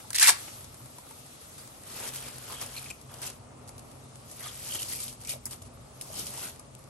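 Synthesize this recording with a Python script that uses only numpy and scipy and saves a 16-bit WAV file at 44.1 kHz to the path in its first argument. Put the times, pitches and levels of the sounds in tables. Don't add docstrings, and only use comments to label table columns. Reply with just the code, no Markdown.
import sys
import numpy as np
from scipy import signal
from scipy.fft import rfft, irfft, next_fast_len
from scipy.io import wavfile
from scipy.ndimage import uniform_filter1d

SR = 44100
rng = np.random.default_rng(int(sys.argv[2]) if len(sys.argv) > 2 else 0)


def master(y):
    cut = np.clip(np.atleast_2d(y).T, -1, 1)
    pcm = np.round(cut * 32767)
    wavfile.write(sys.argv[1], SR, pcm.astype(np.int16))


def magnitude_from_level(level_db):
    exponent = np.asarray(level_db, float) / 20
    return 10 ** exponent


N = 303849
FLAT_ABOVE_HZ = 12000

# f/Hz, level/dB
STRAND_SIDE_DB = [(60, -14), (110, -22), (200, 4), (380, -2.5), (700, -7), (1290, -3), (2380, -7.5),
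                  (4400, 1), (8120, -3.5), (15000, -1.5)]
# f/Hz, level/dB
AIR_SIDE_DB = [(60, -12), (110, -27), (200, -6), (380, -4), (700, -2.5), (1290, 0), (2380, 0), (4400, -0.5),
               (8120, -3), (15000, 2)]


def from_db(db):
    return np.exp(db * (np.log(10) / 20))


def rms_one(x):
    return x / np.sqrt(np.mean(x ** 2) + 1e-20)


def in_time(rows):
    s, *columns = np.transpose(rows)
    return [np.interp(np.arange(N) / SR, s, c) for c in columns]


def at_hz(points, hz):
    points = np.array(points)
    return np.interp(np.log(hz), np.log(np.maximum(points[:, 0], 1)), points[:, 1])


def drift(rate_hz, size=N):
    r = np.exp(-80 * np.pi * rate_hz / SR)
    white = rng.standard_normal(N // 40 + 2002)
    slow = signal.lfilter([1], [1, -2 * r, r * r], white)[2000:]
    return np.interp(np.arange(size) / 40, np.arange(len(slow)), rms_one(slow))


def resonate(x, hz, width_hz):
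    r = np.exp(-np.pi * width_hz / SR)
    b = (1 - r * r) / 2
    return signal.lfilter([b, 0, -b], [1, -2 * r * np.cos(2 * np.pi * hz / SR), r * r], x)


def ports(mid, side):
    return np.array([mid + side, mid - side])


def lead(pair, shares):
    length = pair.shape[1]
    size = next_fast_len(length)
    share = at_hz(shares, np.maximum(np.fft.rfftfreq(size, 1 / SR), 1))
    early = irfft(1j * share * rfft(pair.mean(axis=0), size), size)[:length]
    return pair + ports(0 * early, early)


def coloured(spectrum, side_db):
    size = next_fast_len(N)
    hz = np.maximum(np.fft.rfftfreq(size, 1 / SR), 1)
    shape = magnitude_from_level(at_hz(spectrum, np.minimum(hz, FLAT_ABOVE_HZ))) * magnitude_from_level([0 * hz, at_hz(side_db, hz)])
    mid, side = irfft(rfft(rng.standard_normal((2, size))) * shape, size)[:, :N]
    return ports(mid, side) / np.std(mid)


def strands(spectrum, level_db, ring_db, low_db, per_s, spread_db, clump_db, cycles):
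    size = len(level_db)
    hit = rng.random(size) < per_s / SR
    sizes = magnitude_from_level(spread_db * np.minimum(rng.exponential(1, size), 4)) * hit
    signs = rng.choice([-1., 1.], (2, size))
    dealt = rng.integers(0, 24, size)
    hz_all = np.geomspace(400, 15300, num=24)
    weight = magnitude_from_level(at_hz(spectrum, np.minimum(hz_all, FLAT_ABOVE_HZ))) * np.sqrt(hz_all)
    weight = weight / np.sqrt(np.sum(weight[hz_all > 4000] ** 2))
    out, clump = 0, drift(22.0, size=size)
    for k, hz in enumerate(hz_all):
        hits = sizes * signs * (dealt == k) + 1e-18
        mid, side = rms_one(resonate(resonate(hits, hz, hz / cycles), hz, 2 * hz / cycles))
        low_share = np.interp(hz, [1500, 2100], [1, 0])
        ring_share = np.interp(hz, [1500, 2100, 3400, 4600], [0, 1, 1, 0])
        clumping_db = clump_db * (clump + 1.18 * drift(14.0, size=size))
        gain = weight[k] * from_db(low_share * low_db + ring_share * ring_db + clumping_db)
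        out = out + gain * ports(mid, side * magnitude_from_level(at_hz(STRAND_SIDE_DB, hz)))
    return np.pad(out * magnitude_from_level(level_db), ((0, 0), (0, N - size)))


def cracks(rows, spectrum, bright_db, body_db):
    rise_s, first_s, first_gain = 0.00052, 0.0016, 1.74
    noise, t = coloured(spectrum, STRAND_SIDE_DB), np.arange(4000) / SR
    bright, body = (rms_one(signal.sosfilt(signal.butter(2, 2300, kind, fs=SR, output="sos"), noise))
                    for kind in ("high", "low"))
    out = np.zeros((2, N))
    for s, peak_db, rel_db, pan_db, t60_s in rows:
        start = round(s * SR)
        at = slice(start, start + len(t))
        age = t[:N - start]
        rise = (1 - np.exp(-age / rise_s)) * magnitude_from_level(peak_db + pan_db * np.array([[.5], [-.5]]))
        snap = bright[:, at]
        snap = snap / np.sqrt(np.mean(snap[:, :90] ** 2))
        onset = 1 + first_gain * np.exp(-age / first_s)
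        out[:, at] += rise * magnitude_from_level(bright_db - 60 * age / t60_s) * onset * snap
        out[:, at] += rise * magnitude_from_level(rel_db + body_db - 45 * age / t60_s) * body[:, at]
    return out


def snapping():
    # t/s, crackle level/dB, woody body re crackle/dB, left-right/dB
    volley_rows = [
        (0.146, -34, -12, -5),
        (0.178, -31, -17, -5),
        (0.2, -26, -13, -9),
        (0.222, -17, -8, -6),
        (0.234, -12.5, -4.5, -2),
        (0.256, -16.5, -18.5, -4),
        (0.294, -14, -2, -4),
        (0.33, -64, -14, -2),
    ]
    # t/s, peak level/dB, body re peak/dB, left-right/dB, t60/s
    crack_rows = [(0.1045, -21.5, -10.5, 1, 0.03), (0.1303, -26, -26, -10, 0.057),
                  (0.1455, -19.5, -22, -1, 0.025), (0.1526, -16.5, -35, -2, 0.078),
                  (0.149, -23, -11, 8, 0.02), (0.1595, -17, -16, 12, 0.016), (0.1636, -21, -23, -1, 0.024),
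                  (0.1797, -23, -17, 8, 0.021), (0.1842, -9.5, -15, -7, 0.021),
                  (0.1963, -19.5, -16, 15.5, 0.29), (0.2044, -32, -13, -6, 0.033),
                  (0.217, -14.5, -19, 13, 0.033), (0.2262, -6, -17, -16, 0.042),
                  (0.2304, -15, -32, 10, 0.024), (0.2325, -16, -13, 7, 0.027), (0.2425, -15, -17, -2, 0.03),
                  (0.2543, -19, -6, 5, 0.0084), (0.272, -3.5, -12, -1, 0.032),
                  (0.2791, -4.5, -18, -2, 0.034), (0.2825, -9, -10, 6, 0.033),
                  (0.2878, -10.5, -14.5, 7, 0.054), (0.2955, -8.5, -8, 0, 0.036),
                  (0.2915, -5, -13, 0, 0.033), (0.3027, -13, -39, 11, 0.052)]
    # f/Hz, level per Hz/dB
    bundle_mid = [(180, -54), (300, -20.5), (810, -14.5), (863, -3), (1550, 0), (1730, 4), (2860, -6.5),
                  (8630, -4), (10100, -2), (11100, -9), (13000, -17.5)]
    # f/Hz, share
    break_lead = [(300, -.2), (700, -0.52), (2000, -0.095), (3000, -0.08), (4500, 0.062)]
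    curve = [(.139, -90, 0, 0)] + list(volley_rows) + [(.36, -90, 0, 0)]
    crackle_db, body_db, pan_db = in_time(curve)
    half = SR // 2
    volley = strands(bundle_mid, crackle_db[:half] - 6.0, 0., body_db[:half] - 3.5,
                     per_s=5000, spread_db=0.0, clump_db=1.1, cycles=5.5)
    volley = volley * magnitude_from_level(np.outer([.5, -.5], pan_db))
    return lead(volley + cracks(crack_rows, bundle_mid, -9.0, -4.0), break_lead)


def tent(start_s, end_s, rise_s, fall_s):
    t = np.arange(0, N + 32, 32) / SR
    return magnitude_from_level(-20 * (np.maximum(start_s - t, 0) / rise_s + np.maximum(t - end_s, 0) / fall_s))


def falling():
    # start t/s, end t/s, rustle level/dB, patter re rustle/dB
    trickle_rows = [
        (1.869, 2.911, -51, 4),
        (3.097, 3.287, -56, 10.5),
        (4.324, 5.13, -53.5, -24),
        (5.206, 5.27, -58, -2),
        (6.018, 6.503, -51, -24),
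    ]
    # peak t/s, 20 dB swell/s, 20 dB fade/s, rustle level/dB, patter re rustle/dB
    slip_rows = [(1.98, 0.2, 0.13, -44, 0.5), (2.04, 0.068, 0.12, -42.5, 7.5),
                 (2.088, 0.091, .02, -38.5, -2.5), (2.158, 0.046, 0.1, -44, 1),
                 (2.286, 0.17, 0.019, -43, -1), (2.53, 0.19, 0.092, -45, 6),
                 (2.619, 0.032, 0.039, -36.5, 3.5), (2.64, 0.03, 0.025, -48.5, 3),
                 (2.555, 0.03, 0.033, -55, 1), (2.788, 0.12, 0.029, -44, -17),
                 (2.904, 0.019, 0.022, -50, -5), (3.226, 0.0089, 0.13, -40.5, 2),
                 (3.277, 0.066, 0.019, -38, -15), (4.312, 0.13, 0.11, -55, -24),
                 (4.446, 0.075, 0.14, -41.5, 1), (4.759, 0.36, 0.078, -38.5, -6.5),
                 (4.8, 0.03, 0.04, -45, -20), (4.832, 0.066, 0.017, -37.5, -22),
                 (4.925, 0.18, 0.21, -37, -16), (5.038, 0.066, 0.063, -38, -32),
                 (5.297, 0.022, 0.058, -34.5, -29), (5.308, 0.028, 0.03, -38.5, -25),
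                 (5.323, 0.03, 0.04, -43, -25), (5.337, 0.02, 0.03, -49.5, -16),
                 (5.53, 0.05, 0.051, -43.5, -10), (5.674, 0.17, .02, -56.5, -15),
                 (6.186, 0.11, 0.16, -36.5, -30), (6.272, 0.038, 0.039, -44, -49),
                 (6.37, 0.2, 0.18, -47.5, -26), (6.445, 0.18, 0.098, -40, 0)]
    edge_s = 0.021
    parts = [(tent(a, b, edge_s, edge_s), db, wet) for a, b, db, wet in trickle_rows]
    parts += [(tent(s, s, rise, fall), db, wet) for s, rise, fall, db, wet in slip_rows]
    power = sum((gain * magnitude_from_level(db)) ** 2 for gain, db, _ in parts) + 1e-12
    patter = sum((gain * magnitude_from_level(db + wet)) ** 2 for gain, db, wet in parts) + 1e-13
    return [np.interp(np.arange(N) / 32, np.arange(len(p)), 10 * np.log10(p))
            for p in (power, patter / power)]


def sliding(rustle_db, patter_db):
    # f/Hz, level per Hz/dB
    strand_mid = [(180, -23), (300, -2.5), (346, -6), (877, -8.5), (1670, -9), (3000, -1.5), (3680, -5),
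                  (8900, -1), (9940, -1.5), (11100, -1.5), (13000, -24)]
    # t/s, peak level/dB, body re peak/dB, left-right/dB, t60/s
    handled_rows = [(0.002, -41.5, 1.5, 0, 0.025), (.478, -42, 1.5, -0.5, 0.054),
                    (0.6428, -41.5, -15, 10, 0.05), (0.8578, -41.5, -9, 10, 0.043),
                    (1.0898, -43.5, -8, 4, 0.12), (1.413, -44, -10, 10, 0.047), (1.5803, -39, -11, 1, 0.36),
                    (2.9016, -31, -16, 0, 0.021), (3.013, -40.5, -13, 4, 0.077),
                    (3.1405, -34.5, -30, 3, 0.032), (3.676, -42, -34, -2.5, 0.19),
                    (3.7795, -40, -17, 3, 0.053), (3.793, -37, -13, -2, 0.037),
                    (3.9143, -44, -28, 2, 0.061), (4.156, -41.5, -42, 5, 0.057),
                    (4.8296, -22.5, -32, -1, 0.016), (5.5095, -35.5, -12, 11.5, 0.1),
                    (5.619, -41, -22, 6, 0.065), (6.0112, -30, -32, 9.5, 0.047),
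                    (6.7502, -37, -39, 10, 0.012), (6.8397, -49, -31, 13, 0.032)]
    # t/s, peak level/dB, body re peak/dB
    landing_rows = [(2.004, -35, -8), (2.1355, -33.5, -31), (2.159, -32.5, -34), (2.281, -42.5, -3),
                    (2.6131, -30, -11), (2.7702, -43, -8), (2.8424, -37, -31), (3.1845, -41, -22),
                    (3.217, -31.5, -16), (4.298, -46, -18), (4.313, -38.5, -14), (4.4052, -39, -6),
                    (4.7924, -29, -39), (5.08, -30.5, -43), (5.2117, -41, -28), (5.2486, -34, -21),
                    (5.293, -25, -24), (6.267, -30, -23), (6.338, -33.5, -8.5), (6.3747, -32, -20),
                    (6.449, -48, -20), (5.002, -29.5, -29)]
    # t/s, peak level/dB
    tick_rows = [(.608, -36), (.732, -47), (.743, -37.5), (.984, -36), (1.109, -37), (1.262, -40),
                 (1.543, -45), (1.675, -37), (1.835, -36.5), (2.001, -33), (2.253, -36), (2.3407, -40),
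                 (2.382, -31), (2.436, -43), (2.492, -44), (2.523, -31), (2.763, -41), (2.778, -40),
                 (2.826, -38), (2.908, -31), (3.3, -30), (3.683, -41), (3.691, -35.5), (4.663, -40),
                 (4.68, -39), (4.698, -39), (4.748, -24), (4.755, -36), (4.774, -34), (4.818, -30),
                 (4.852, -42), (5.127, -35.5), (5.136, -53), (5.236, -36), (5.466, -32), (5.531, -33),
                 (5.624, -42), (6.021, -35), (6.56, -39), (6.602, -47), (6.791, -46)]
    # f/Hz, share
    rustle_lead = [(400, .05), (2000, 0.36), (3000, 0.45), (5000, 0.21), (6200, 0.15)]
    ring_db = -5.5 + 0.3 * patter_db
    rustle = strands(strand_mid, rustle_db - 1.0, ring_db + 6.0, patter_db + 4.0,
                     per_s=11000, spread_db=1.5, clump_db=1.03, cycles=6.1)
    hits = list(handled_rows)
    hits += [(*row, 0, 0.15) for row in landing_rows]
    hits += [(s, db, -9.5, 0, 0.031) for s, db in tick_rows]
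    return lead(rustle + cracks(hits, strand_mid, -8.0, -1.4) + rings(), rustle_lead) + knocks()


def rings():
    # t/s, length/s, f/Hz, level/dB
    ring_rows = [(0.199, 0.025, 1730, -35), (0.245, 0.025, 1450, -37), (1.576, 0.02, 3300, -50.5),
                 (1.581, 0.037, 4700, -59), (1.574, 0.024, 3580, -63), (2.032, 0.077, 3220, -58),
                 (2.496, 0.049, 1090, -50), (2.521, 0.089, 3170, -54.5), (2.754, 0.039, 2460, -48),
                 (2.762, 0.026, 4240, -42.5), (2.819, 0.06, 2440, -52.5), (2.9, 0.019, 2500, -48.5),
                 (4.429, 0.086, 3360, -53), (4.394, 0.084, 1980, -54.5), (4.421, 0.077, 1250, -57),
                 (4.691, 0.077, 3060, -43.5), (4.774, 0.063, 2960, -41.5), (4.845, 0.017, 5000, -52),
                 (4.915, 0.031, 1980, -47), (5.275, 0.06, 2430, -51), (5.281, 0.059, 2920, -47),
                 (5.335, 0.037, 560, -49.5), (6.1, 0.017, 593, -47), (6.106, 0.13, 3040, -52),
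                 (5.235, 0.13, 2320, -57), (6.17, 0.067, 3800, -54.5), (6.371, 0.024, 860, -47.5),
                 (6.42, 0.07, 1430, -52), (5.28, 0.072, 3700, -54), (4.878, 0.17, 2330, -59)]
    size = 9000
    out = np.zeros((2, N))
    for s, length_s, hz, db in ring_rows:
        width_hz = 204 + 0.022 * hz
        taps = rng.standard_normal((2, size)) * (rng.random(size) < .008)
        age = np.arange(size) / SR / length_s
        swell = np.sqrt(np.sin(np.pi * np.minimum(age, 1)) + 1e-12)
        mid, side = rms_one(resonate(resonate(taps, hz, width_hz), hz, 2.2 * width_hz)) * swell
        at = round(s * SR)
        out[:, at:at + size] += magnitude_from_level(db) * ports(mid, magnitude_from_level(-4) * side)[:, :N - at]
    return out


def knocks():
    # t/s, f/Hz, peak level/dB, t60/s
    knock_rows = [(0.048, 855, -44, 0.034), (0.2267, 1726, -13.5, 0.031), (.227, 1060, -29, 0.031),
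                  (.2275, 500, -50, 0.041), (0.2282, 4130, -15, 0.029), (.2715, 1920, -17.5, 0.027),
                  (0.28, 1150, -17, 0.023), (0.2887, 1117, -18.5, 0.02), (0.289, 408, -39, 0.077),
                  (.303, 726, -30, 0.042), (.304, 367, -42, 0.037), (.985, 985, -43, 0.035),
                  (1.058, 528, -48.5, .05), (1.109, 886, -44, 0.035), (2.506, 1060, -39, .04),
                  (2.523, 1210, -41, .04), (2.624, 1200, -40, 0.023), (4.46, 1235, -39.5, 0.052),
                  (5.352, 626, -53, .06), (6.384, 1030, -47, 0.034), (5.4565, 5100, -48, 0.023),
                  (5.4565, 7360, -37, .02), (2.902, 7500, -33, .03)]
    rise_s = 0.00096
    out, age = np.zeros(N), np.arange(4000) / SR
    for s, hz, db, t60_s in knock_rows:
        at = round(s * SR)
        envelope = magnitude_from_level(db + 2 - 60 * age / t60_s) * (1 - np.exp(-age / rise_s))
        out[at:at + len(age)] += envelope * np.sin(2 * np.pi * hz * age)
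    return out * magnitude_from_level([[-.4], [.4]])


def splinters():
    # t/s, peak level/dB, body re peak/dB, left-right/dB, t60/s
    thin_rows = [
        (2.662, -29, -14, 0, .04),
        (2.794, -33, -16, 0, 0.027),
        (5.135, -38, -20, 0, .03),
        (5.204, -40, -20, 3, .03),
        (5.2202, -39, -20, 0, .03),
        (5.2726, -27, -25, 0, .04),
        (5.4552, -22.5, -10, 5, 0.1),
        (5.4635, -37, -20, 3, .05),
        (6.5948, -36.5, -25, 7, 0.034),
    ]
    # f/Hz, level per Hz/dB
    thin_mid = [(300, -29), (2000, -13), (4000, -13), (4900, -1), (8500, 2), (11500, 1.5), (13000, -17.5)]
    return cracks(thin_rows, thin_mid, -9.5, -12.5)


def simmering(stir):
    # f/Hz, level per Hz/dB
    simmer_mid = [(15, -34), (25, -16), (118, 1), (172, -8), (241, -6), (351, -11.5), (604, -10),
                  (1000, -16), (1190, -15.5), (1570, -28.5), (2200, -27.5), (2860, -29.5), (4840, -120)]
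    steady_db, churn_db = -55, -15.5
    water = magnitude_from_level(1.5) * coloured(simmer_mid, AIR_SIDE_DB)
    water = water + magnitude_from_level(-12.5) * bubbling() * magnitude_from_level([[.7], [-.7]])
    level = np.sqrt(magnitude_from_level(2 * steady_db) + magnitude_from_level(2 * churn_db) * stir)
    return level * magnitude_from_level(1.0 * drift(1.33)) * water


def bubbling():
    per_s = 250
    born = magnitude_from_level(4.4 * np.minimum(rng.exponential(1, N), 4)) * (rng.random(N) < per_s / SR)
    dealt = rng.integers(0, 10, N)
    pitches_hz = np.geomspace(260, 1350, num=10)
    return rms_one(sum(resonate(born * (dealt == k) + 1e-18, hz, hz / 9) for k, hz in enumerate(pitches_hz)))


def steaming(stir):
    # t/s, level/dB
    steam_curve = [(0, -50), (.12, -52), (.35, -42), (.57, -46.5), (.7, -52), (1.6, -49), (1.88, -53),
                   (2.8, -53), (3.36, -58), (4.25, -54.5), (5.15, -57.5), (5.42, -57), (5.7, -57.5),
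                   (5.95, -54.5), (6.5, -54.5), (6.68, -57.5), (6.89, -58)]
    # f/Hz, level per Hz/dB
    steam_mid = [(710, -115), (1200, 1), (1620, -7), (3320, -4), (5040, -3), (9080, 0.5), (10000, -3),
                 (10500, -3.5), (11300, 0.5), (12000, -5)]
    (steam_db,), fizz_db = in_time(steam_curve), -5.5
    hiss = np.sqrt(magnitude_from_level(2 * steam_db) + magnitude_from_level(2 * fizz_db) * stir)
    return hiss * magnitude_from_level(-2.0 + 0.5 * drift(0.59)) * patchy(coloured(steam_mid, AIR_SIDE_DB), 1.1)


def patchy(pair, depth_db):
    size = next_fast_len(N)
    spectrum = rfft(pair, size)
    band = np.digitize(np.fft.rfftfreq(size, 1 / SR), np.geomspace(1500, 9000, num=8))
    return sum(from_db(depth_db * drift(12.0)) * irfft(spectrum * (band == k), size)[:, :N] for k in range(9))


def fan_hum():
    # t/s, level/dB
    load_curve = [(0, -65), (.29, -65), (.6, -55), (1.6, -71), (2.26, -51.5), (3.2, -52), (4.6, -55.5),
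                  (5.3, -50.5), (5.7, -47), (6.1, -59), (6.89, -52)]
    # f/Hz, width/Hz, level/dB
    fan_modes = [(60.3, 23, -7), (93.5, 40, -3.5), (129.7, 5.4, 0.5), (243.2, 8.3, -9)]
    (load_db,) = in_time(load_curve)
    white = rng.standard_normal((2, N))
    mid, side = sum(magnitude_from_level(db + 0.44 * drift(5.6)) * rms_one(resonate(resonate(white, hz, width), hz, width))
                    for hz, width, db in fan_modes)
    return magnitude_from_level(load_db - 4.0) * ports(mid, magnitude_from_level(-25.0) * side)


def background(rustle_db):
    stir = np.abs(uniform_filter1d(from_db(2 * rustle_db), size=int(0.052 * SR)))
    return simmering(stir) + steaming(stir) + fan_hum()


def kitchen(x):
    t60_s, wall_cut_hz = 0.32, 4600
    size = next_fast_len(N + SR // 2)
    w = 2 * np.pi * np.arange(size // 2 + 1) / size
    dull = 1 / (1 + 1j * w * SR / (2 * np.pi * wall_cut_hz)) ** 0.5
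    lags = (rng.uniform(.012, .04, 12) * SR).astype(int)
    out = np.zeros((2, size // 2 + 1), complex)
    for k, lag in enumerate(lags):
        loop = magnitude_from_level(-60 * lag / SR / t60_s) * dull * np.exp(-1j * w * lag)
        out[k % 2] += loop / (1 - loop) * (-1) ** (k // 2)
    return irfft(out * rfft(x, size), size)[:, :N]


def scene():
    rustle_db, patter_db = falling()
    pasta = snapping() + sliding(rustle_db, patter_db)
    return pasta + magnitude_from_level(-17.5) * kitchen(pasta) + splinters() + background(rustle_db)


def gated_top(pair):
    # low edge f/Hz, level/dB, share of time open in sum, same in difference
    top_bands = [(10330, -0.46, 0.76, 1), (10750, 0.7, 0.9, 0.77), (11300, 0.7, 0.84, 0.6),
                 (11800, 0.5, 0.72, .08), (12130, -1, 0.62, .05), (12500, -3, 0.48, .04),
                 (12920, -4, 0.2, 0.03), (13400, -5, .07, .02), (13900, -5, .08, .02),
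                 (14300, -5, .08, 0.02), (14700, -4, 0.11, 0.02), (15100, -5, 0.09, .02),
                 (15450, -6, .06, .02), (15800, -90, .01, .01)]
    shut_above_db, shut_hz = -27, (12900, 11700)
    sudden_db = 9.5
    size = next_fast_len(N)
    spectrum, hz = rfft(pair, size), np.fft.rfftfreq(size, 1 / SR)
    out = irfft(spectrum * (hz < top_bands[0][0]), size)[:, :N]
    shut = uniform_filter1d(pair[0] ** 2, size=1500)[::128] > magnitude_from_level(2 * shut_above_db)
    shut = np.convolve(shut, np.ones(40))[:len(shut)] > 0
    treble = irfft(spectrum[0] * (hz > 4000), size)[:N] ** 2
    before = np.roll(uniform_filter1d(treble, size=1024), 600)[::128]
    sudden = uniform_filter1d(treble, size=128)[::128] > magnitude_from_level(2 * sudden_db) * before
    sudden = np.convolve(sudden, np.ones(3), "same") > 0
    sudden = sudden * np.array([[True], [False]])
    frame = np.clip((np.arange(len(shut)) + 1) // 8 * 8 + 3, 0, len(shut) - 1)
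    for (low_hz, db, *shares), (high_hz, *_) in zip(top_bands, top_bands[1:]):
        band = irfft(spectrum * ((hz >= low_hz) & (hz < high_hz)), size)[:, :N]
        level_db = 10 * np.log10(uniform_filter1d(band ** 2, size=1024)[:, ::128] + 1e-14)
        if low_hz > shut_hz[0]:
            level_db = np.minimum(level_db, np.quantile(level_db, .55, axis=1)[:, None])
        level_db = level_db + max(1.3, 0.6 - 0.67 * db) * drift(12)[::128]
        limit_db = [[np.quantile(row, 1 - np.clip(share, 0, 1))] for row, share in zip(level_db, shares)]
        passed = (level_db > limit_db)[:, frame] | sudden
        passed = passed & ~(shut & (low_hz > np.array(shut_hz)[:, None]))
        gate = np.repeat(1. * passed, 128, axis=1)[:, :N]
        out += magnitude_from_level(db) * band * uniform_filter1d(uniform_filter1d(gate, size=128), size=128)
    return out


def low_pass(x):
    return signal.sosfilt(signal.butter(12, 16450, fs=SR, output="sos"), x)


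def record(dry):
    # f/Hz, share
    port_lead = [(7500, -0.15), (9000, 0.24), (9800, -0.78), (10400, 0.95), (11700, -0.56), (13500, 0.36)]
    dip_hz, dip_share, dip_width_hz = 7500, 0.53, 2100
    null_hz, lift_hz, lift_width_hz, lift_db = (9850, 10252), 10230, 770, 9.5
    size = next_fast_len(N)
    hz = np.fft.rfftfreq(size, 1 / SR)
    shade = 1 - dip_share / (1 + ((hz - dip_hz) / dip_width_hz) ** 2)
    pair = np.array([dry[0] * magnitude_from_level(0.25), irfft(shade * rfft(dry[1], size), size)[:N]])
    left, right = lead(.72 * np.tanh(pair / .72), port_lead)
    mid, side = (left + right) / 2, (left - right) / 2
    mid = signal.sosfilt(signal.cheby2(4, 40, null_hz, "stop", fs=SR, output="sos"), mid)
    side = side + (magnitude_from_level(lift_db) - 1) * resonate(side, lift_hz, lift_width_hz)
    mix = ports(*gated_top(np.array([mid, side])))
    return low_pass(mix)


dry = scene()
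out = record(dry)
master(out)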